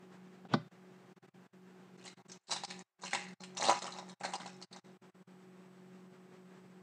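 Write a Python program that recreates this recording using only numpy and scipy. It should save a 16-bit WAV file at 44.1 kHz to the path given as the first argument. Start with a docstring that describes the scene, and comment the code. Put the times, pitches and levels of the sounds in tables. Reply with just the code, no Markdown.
"""Cards dropped, foil pack torn open

A stack of trading cards is dropped on a table; then a foil pack is gripped, torn open and peeled off its cards.
Foil and cards are short bursts of noise with the pitch of each stiff patch, popping panels and ringing sines.
They sit close to a small microphone in a small room, over a humming fan and, late on, a thin electrical tone.
The whole sound dips briefly now and then."""
import sys
import numpy as np
from scipy import signal
from scipy.fft import rfft, irfft
from scipy.io import wavfile
from scipy.ndimage import uniform_filter1d

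SR = 44100
rng = np.random.default_rng(int(sys.argv[2]) if len(sys.argv) > 2 else 0)


def unload_wav(signal):
    """Save mono or channel-first audio to the path in sys.argv[1] as 16-bit WAV at rate SR, clipped to [-1, 1]."""
    wavfile.write(
        sys.argv[1],
        SR,
        np.round(np.clip(np.atleast_2d(signal).T, -1, 1) * 32767).astype(np.int16),
    )


N = 301157  # length in samples

# colour of a buckling crease, used for snaps and crackle: f/Hz, relative level/dB (per Hz)
CREASE = [(500, -15.5), (1200, -4), (2000, -2.5), (2750, -5.5), (3200, -7.5), (4050, -1.5), (5200, -4.5),
          (6500, -1.5), (8200, -3.5), (9200, -14), (10500, -22.5), (12500, -28)]
# the loudest foil snaps: t/s, level/dB (before crack_db), f/Hz (pitch of the crease)
SNAPS = [(2.041, -44.5, 2840), (2.0581, -38.5, 2970), (2.0768, -36.5, 3940), (2.2833, -47, 7670),
         (2.2964, -41, 5580), (2.3171, -35, 6240), (2.4705, -31.5, 4350), (2.5133, -22.5, 4480),
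         (2.5219, -22, 4700), (2.5626, -28, 3700), (2.6356, -29, 4350), (2.6479, -28.5, 5070),
         (2.703, -32.5, 3780), (3.0574, -33, 2900), (3.1085, -28, 2700), (3.1318, -25.5, 3530),
         (3.1494, -28, 2030), (3.436, -33.5, 3150), (3.5706, -29, 3730), (3.6102, -24.5, 3930),
         (3.6398, -24.5, 3140), (3.6511, -21.5, 4100), (3.683, -20.5, 4200), (3.6963, -20, 2800),
         (3.7891, -29, 5470), (3.82, -30, 3800), (3.8657, -31.5, 2870), (3.9219, -32.5, 4180),
         (3.9853, -34.5, 3800), (4.0946, -40, 3800), (4.2438, -41, 2380), (4.2513, -27.5, 4200),
         (4.335, -28, 3020), (4.354, -30, 4830), (4.4598, -38, 3860), (4.6237, -33.5, 4550),
         (4.7275, -36.5, 4260)]


def foil_snaps(crack_db=-8, decay_s=0.0047, yielding_s=0.0025):
    """A crease starts to yield, then gives way in a quick run of cracks at the pitch of its facet."""
    out = np.zeros(N)
    for s, db, hz in SNAPS:
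        pitch = facet(hz, peak_db=12.5, width=0.13)
        snap = burst(CREASE, decay_s, pitch, yielding_s)
        add(out, s - yielding_s / 3, amp(db + crack_db) * snap)
    return out


# colour of the flexing wrapper, used for pops and crumple: f/Hz, relative level/dB (per Hz)
FLEX = [(120, -19), (250, -1.5), (400, -14), (550, -0.5), (700, 1.5), (850, 8), (1000, 1), (1200, 3),
        (1500, -10), (2000, -8.5), (3000, -35.5), (6000, -47.5)]
# whole panels of the wrapper pop in or out: t/s, level/dB (before pop_db and flap_db), f/Hz (pitch)
POPS = [(2.496, -38, 890), (2.523, -25, 886), (2.562, -35, 830), (2.636, -29, 836), (3.036, -31.5, 953),
        (3.15, -27, 890), (3.599, -28.5, 750), (3.613, -36.5, 664), (3.645, -24, 790), (3.686, -17, 625),
        (3.695, -11.5, 840), (3.705, -20.5, 916), (3.713, -17, 838), (3.761, -31, 965), (3.824, -30.5, 770),
        (3.879, -30, 1230), (3.985, -33.5, 853), (4.027, -38.5, 796), (4.21, -35.5, 786),
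        (4.249, -24.5, 750), (4.291, -34, 795), (4.336, -25.5, 885), (4.354, -28.5, 860), (4.459, -34, 730)]


def foil_pops(pop_db=-4, flap_db=-12, flap_decay_s=0.011, rise_s=0.0009):
    """A panel flips through: a few cycles of its own pitch, and a flutter of the sheet around it."""
    t, out = np.arange(2048) / SR, np.zeros(N)
    for s, db, hz in POPS:
        swell = t / rise_s * np.exp(1 - t / rise_s)
        flip = swell * np.sin(2 * np.pi * hz * t)
        flutter = burst(FLEX, flap_decay_s, rise_s=rise_s)
        add(out, s, amp(db + pop_db) * flip + amp(db + flap_db) * flutter)
    return out


# each pull builds, holds and lets go; then the foil keeps ticking as it settles
GRAB_DB_PER_S, LET_GO_DB_PER_S = 1100, 600
SETTLE_DB, SETTLE_DB_PER_S = -8.5, 120.5


def pull_db(t, hold_s):
    """Level of one pull, t seconds after it takes hold: grab, hold, let go, settle."""
    after = np.maximum(t - hold_s, 0)
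    grab = GRAB_DB_PER_S * np.minimum(t, 0)
    let_go = -LET_GO_DB_PER_S * after
    settle = SETTLE_DB - SETTLE_DB_PER_S * after
    return grab + np.maximum(let_go, settle)


# pulls of the fingers on the wrapper: t/s (takes hold), hold t/s, level/dB (force),
# level/dB (fine creases over coarse ones), level/dB (flexing of the sheet, on top of the force)
PULLS = [(1.974, 0.085, -63, -8, -6), (2.049, .025, -49.5, -6.5, -4), (2.193, 0.033, -71.5, -7, 12.5),
         (2.32, 0.064, -59, 27, -2.5), (2.511, 0.023, -38.5, 11, -6), (2.698, .022, -47.5, -7, -5.5),
         (2.772, .035, -54, 3.5, 0), (3.022, 0.052, -42, -9, -7), (3.13, 0.024, -35.5, -13, -2.5),
         (3.403, 0.023, -54.5, 0, 0.5), (3.573, .008, -42.5, 18.5, -2.5), (3.614, 0.094, -35, -2, 2),
         (3.687, .034, -36, -14, 4.5), (3.825, .05, -47.5, 4, 6.5), (3.936, .07, -53, 7, 5.5),
         (4.081, .04, -59, 6, 4), (4.201, .025, -52.5, 4.5, -4), (4.242, 0.014, -39.5, -7.5, 2),
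         (4.332, 0.017, -50, 2.5, 7), (4.387, .03, -49, -12, 4), (4.455, .03, -50.5, 5, -7),
         (4.61, .01, -54.5, 17, -2.5), (4.744, .03, -54, -3.5, 1.5)]


def foil_crumple(crackle_db=-5, flex_db=-6, count=14):
    """Many small creases give way while the fingers pull on the wrapper."""
    t, levels, out = np.arange(N) / SR, np.zeros((3, N)), np.zeros(N)
    for s, hold_s, db, fine_db, sheet_db in PULLS:
        near = abs(t - s) < 1
        force = amp(db + pull_db(t[near] - s, hold_s))
        shares = amp([[-fine_db / 2], [fine_db / 2], [sheet_db]])
        levels[:, near] = np.maximum(levels[:, near], force * shares)  # the strongest pull wins
    coarse, fine, flex = levels
    creases = crackle(per_s=400, spread_db=5, rub=0.1)
    # the buckling jumps from facet to facet every few milliseconds, and each has its own pitch
    jumps = np.cumsum(rng.random(N) < 300 / SR)
    active = rng.integers(0, count, N)[jumps]
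    for k, hz in enumerate(np.geomspace(1450, 8400, count)):
        small = k / (count - 1)  # 0 = largest facet, 1 = smallest
        grain = burst(CREASE, 0.0011, facet(hz, peak_db=17, width=0.2), rise_s=0.001)
        drive = creases * (active == k) * coarse ** (1 - small) * fine ** small
        out += signal.oaconvolve(drive, grain / np.linalg.norm(grain))[:N]
    return amp(crackle_db) * out + amp(flex_db) * colour(creases * flex, FLEX)


# what rings on around the pack: f/Hz, level/dB (before ring_db), t60 t/s (time to fade by 60 dB)
RINGS = [(568, -45.5, 0.11), (723, -50.5, 0.45), (818, -56, 0.58), (790, -60.5, .2), (999, -41, 0.075),
         (1210, -48.5, 0.1), (2840, -51, 0.17), (3800, -45, 0.24)]


def pack_ringing(foil, ring_db=-6):
    """The foil sound sets fading tones ringing around the pack."""
    return signal.oaconvolve(foil, ring(RINGS))[:N] * amp(ring_db)


# the cards skid, louder and louder as the stack comes down
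SKID_FROM_S, LANDING_S = 0.487, 0.534
SKID_DB, SKID_SWELL_DB, SKID_STOP_DB_PER_S = -58, 16, 2400
# card sliding on card: f/Hz, relative level/dB (per Hz)
SKID = [(300, 12.5), (1000, 4.5), (2000, -3.5), (3300, 1.5), (4200, -11.5), (7000, -20.5), (11000, -39)]
# colour of the card edges: f/Hz, relative level/dB (per Hz)
EDGES = [(500, 8), (1900, 1), (2400, -2.5), (2900, -1.5), (3700, 7.5), (5200, 1.5), (6500, -14.5),
         (9000, -21.5), (12000, -32.5)]
# colour of the flat slap: f/Hz, relative level/dB (per Hz)
SLAP = [(200, 0), (500, -1), (800, 2.5), (1150, -5.5), (1500, -4), (2100, -16), (4000, -46.5)]
# tones of the struck table top: f/Hz, level/dB (before each thump), t60 t/s (time to fade by 60 dB)
TABLE = [(126, -19, 0.29), (159, -14, 0.29), (217, -2.5, 0.063), (247.3, -6.5, 0.11), (344, -8.5, .08),
         (393, -11, 0.065), (578, -17.5, 0.17), (650, -11, 0.069), (796, -16.5, .07), (1478, -18.5, 0.05),
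         (2030, -34, 0.18), (2380, -31, .08), (3730, -40, 0.14), (4320, -41, 0.14)]
# blows of the stack on the table: t/s, level/dB (tick of the edges), level/dB (slap of the face),
# f/Hz (pitch of the slap), level/dB (thump of the table)
BLOWS = [(0.451, -63.5, -45, 756, -50), (0.5363, -29.5, -49, 900, -45), (0.5386, -36.5, -20.5, 1154, -43),
         (0.543, -54.5, -51, 1140, -20)]


def card_stack(tick_decay_s=0.0077, slap_decay_s=0.0036):
    """The cards skid, tick on their edges, slap flat and set the table top ringing."""
    t = np.arange(N) / SR
    descent = np.clip((t - SKID_FROM_S) / (LANDING_S - SKID_FROM_S), 0, 1)
    stop_db = SKID_STOP_DB_PER_S * np.clip(t - LANDING_S, 0, 0.5)
    skid = (t > SKID_FROM_S) * amp(SKID_DB + SKID_SWELL_DB * descent ** 1.5 - stop_db)
    out = colour(skid * rng.standard_normal(N), SKID)
    for s, tick_db, slap_db, hz, thump_db in BLOWS:
        add(out, s, amp(tick_db) * burst(EDGES, tick_decay_s))
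        add(out, s, amp(slap_db) * burst(SLAP, slap_decay_s, facet(hz, peak_db=16.5, width=0.14)))
        add(out, s, amp(thump_db) * ring(TABLE))
    return out


# how long the room rings at each pitch: f/Hz, t60 t/s (time to fade by 60 dB)
ROOM = [(150, 0.3), (700, 0.13), (2000, 0.43), (4500, 0.31), (9000, 0.25)]


def room(x, wet_db, early_db=-7, early_s=0.012, count=8):
    """A few reflections from the table and hands, then a short diffuse tail."""
    hz, t, z = signal.stft(rng.standard_normal(SR // 2), SR, nperseg=256)
    fade = amp(-60 * t / read(ROOM, hz)[:, None])
    tail = signal.istft(z * fade, SR, nperseg=256)[1]
    tail *= np.minimum(np.arange(len(tail)) / SR / early_s, 1)  # the tail builds up gradually
    echo = amp(wet_db) * tail / np.linalg.norm(tail)
    at = (SR * early_s * rng.uniform(0.11, 1, count)).astype(int)
    echo[at] += amp(early_db) * rng.choice([-1, 1], count) / np.sqrt(count)
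    return x + signal.oaconvolve(x, echo)[:N]


FAN_HZ = 46.14  # average shaft rate
AIR_DB = -64.5  # rush of air, before air_db and its swelling
# tones of the four-bladed fan: multiple of the shaft rate, level/dB (rms, before flutter and hum swell)
FAN = [(3, -74.5), (4, -59.5), (5, -80.5), (7, -76), (8, -64.5), (12, -80), (15, -81), (17, -80),
       (18, -82.5), (24, -85.5), (34, -90.5)]
# the hum swells a little while the hands are close: t/s, level/dB (change)
HUM_SWELL = [(0, -0.5), (2.2, -2), (2.7, 3), (4.3, 2.5), (5, -1), (6.8, -1.5)]
# rush of air: f/Hz, relative level/dB (per Hz)
AIR = [(110, 1), (200, 3), (290, -3.5), (400, 0), (500, -6), (1100, -8.5), (1600, -10.5), (2500, -16),
       (4000, -22.5), (6500, -26.5), (8100, -26.5), (10000, -44), (13000, -44)]


def fan(wobble=0.001, flutter_db=1.74, air_db=2, swell_db=1.6):
    """Shaft and blade tones, slightly unsteady, in a rush of air."""
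    turns = np.cumsum(FAN_HZ * (1 + wobble * drift(5.8))) / SR
    hum = np.zeros(N)
    for k, db in FAN:
        tone = np.sin(2 * np.pi * (round(k) * turns + rng.random()))
        hum += amp(db + flutter_db * drift(5)) * tone
    hum *= np.sqrt(2) * amp(np.interp(np.arange(N) / SR, *np.transpose(HUM_SWELL)))
    air = colour(rng.standard_normal(N), AIR)
    return hum + amp(AIR_DB + air_db + swell_db * drift(12)) * air


def whine(hz=8000, rms_db=-88, from_s=4.8):
    """A thin electrical tone, a steady sine, that sets in late."""
    t = np.arange(N) / SR
    return np.sqrt(2) * amp(rms_db) * np.sin(2 * np.pi * hz * t) * (t > from_s)


# every dip sinks at the same speed and springs back; record() scales its depth for bass and treble
DIP_FALL_DB_PER_S, DIP_RETURN_S = 2100, 0.011
# brief dips of the whole sound: from t/s, until t/s, level/dB (depth before that scaling)
DIPS = [(.474, .482, -12), (.682, 0.707, -22), (1.13, 1.154, -37), (1.182, 1.217, -31), (1.26, 1.271, -17),
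        (1.289, 1.334, -28), (1.467, 1.524, -27), (1.963, 1.971, -15), (2.137, 2.163, -28),
        (2.216, 2.243, -26), (2.266, 2.279, -17), (2.375, 2.476, -26.5), (2.652, 2.673, -13),
        (2.823, 2.982, -34), (2.987, 3.026, -6), (3.103, 3.118, -8), (3.338, 3.395, -31),
        (3.789, 3.809, -8.5), (4.139, 4.196, -30), (4.365, 4.393, -7), (4.647, 4.703, -31.5),
        (4.794, 4.835, -30), (4.97, 5.01, -28), (5.1, 5.138, -26), (5.227, 5.266, -28)]


def dips():
    """Gain that sinks steadily to the bottom of each dip, stays there and quickly comes back."""
    t, db = np.arange(N) / SR, np.zeros(N)
    for start, end, depth_db in DIPS:
        sunk = np.maximum(-DIP_FALL_DB_PER_S * np.maximum(t - start, 0), depth_db)
        db += sunk * np.clip(1 - (t - end) / DIP_RETURN_S, 0, 1)
    return amp(db)


def facet(hz, peak_db, width, size=2048):
    """Resonance of one stiff patch of foil or card, in dB; the width is a share of its pitch."""
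    away = (np.fft.rfftfreq(size, 1 / SR) / hz - 1) / width
    return peak_db / (1 + away ** 2)


def burst(points, decay_s, extra_db=0, rise_s=1e-5, size=2048):
    """A quick run of tiny impacts that builds and dies, with the energy of a 2 ms sound of rms 1."""
    t = np.arange(size) / SR
    shape = (1 - np.exp(-t / rise_s)) * np.exp(-t / decay_s)
    x = colour(rng.choice([-1, 1], size) * shape, points, extra_db)
    return x / np.linalg.norm(x) * np.sqrt(SR / 500)


def crackle(per_s, spread_db, rub):
    """Clicks of very uneven size over a soft rubbing noise, steady in mean power."""
    size = amp(spread_db * np.minimum(rng.exponential(1, N), 4))
    clicks = size * rng.choice([-1, 1], N) * (rng.random(N) < per_s / SR)
    x = evened(clicks) + rub * rng.standard_normal(N)
    return x / np.sqrt(uniform_filter1d(x ** 2, size=1100) + 1e-9)  # evens out over 25 ms


def ring(modes):
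    """Dying sines of a struck body, half a second long."""
    t = np.arange(SR // 2) / SR
    return sum(amp(db - 60 * t / t60) * np.sin(2 * np.pi * hz * t) for hz, db, t60 in modes)


def drift(rate_hz):
    """Slow random wander of rms 1, made of noise with little left above the given rate."""
    spectrum = rfft(rng.standard_normal(N))
    return evened(irfft(spectrum / (1 + (np.fft.rfftfreq(N, 1 / SR) / rate_hz) ** 4), N))


def colour(x, points, extra_db=0, size=2048):
    """Causal filter of unit energy with the given spectrum, plus any extra resonances."""
    half = np.log(amp(read(points, np.fft.rfftfreq(size, 1 / SR)) + extra_db))
    both_sides = np.r_[half, half[-2:0:-1]]
    # minimum phase: the energy comes as early as the spectrum allows
    spectrum = np.exp(np.conj(signal.hilbert(both_sides)))
    taps = np.fft.ifft(spectrum).real[:size // 2]
    return signal.oaconvolve(x, taps / np.linalg.norm(taps))[:len(x)]


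def read(points, hz):
    """Reads a table on a log-frequency axis."""
    f, value = np.transpose(points)
    return np.interp(np.log(hz + 1), np.log(f + 1), value)


def add(mix, s, sound):
    """Adds a sound at time s."""
    part = mix[round(s * SR):][:len(sound)]
    part += sound[:len(part)]


def evened(x):
    """Scales to rms 1."""
    return x / np.sqrt(np.mean(x ** 2) + 1e-20)


def amp(db):
    """Decibels to gain."""
    return 10 ** (np.asarray(db) / 20)


def scene():
    """Foil and cards in the room, over the fan and the thin tone."""
    foil = foil_snaps() + foil_pops() + foil_crumple()
    foil = foil + pack_ringing(foil)
    near = room(foil, wet_db=-7) + room(card_stack(), wet_db=-19.5, early_db=-17.0)
    return (near + fan() + whine())[None]


def record(dry, top_hz=10300, hiss_db=-85, rest_db=-102, split_hz=600, bass_depth=1.76, treble_depth=0.83,
           bass_hz=119, edge_hz=15600):
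    """A narrow-band microphone with a little hiss, the brief dips, a steep bass cut and the band limit."""
    hz = np.fft.rfftfreq(N, 1 / SR)
    heard = rfft(dry) / np.sqrt(1 + (hz / top_hz) ** 20)
    heard = heard + amp(hiss_db) * rfft(rng.standard_normal(N))
    bass, gain = 1 / (1 + (hz / split_hz) ** 4), dips()
    # the bass sinks deeper in a dip than the treble does
    low = irfft(heard * bass, N) * gain ** bass_depth
    high = irfft(heard * (1 - bass), N) * gain ** treble_depth
    bass_cut = np.maximum(1 / np.sqrt(1 + (bass_hz / (hz + 1)) ** 36), amp(-36))
    x = irfft(rfft(low + high) * bass_cut, N)
    x = x + amp(rest_db) * rng.standard_normal(N)  # faint noise that does not dip
    band_limit = signal.firwin(511, edge_hz, window=("kaiser", 9), fs=SR)
    return signal.oaconvolve(x, band_limit[None], "same")


dry = scene()
out = record(dry)
unload_wav(out)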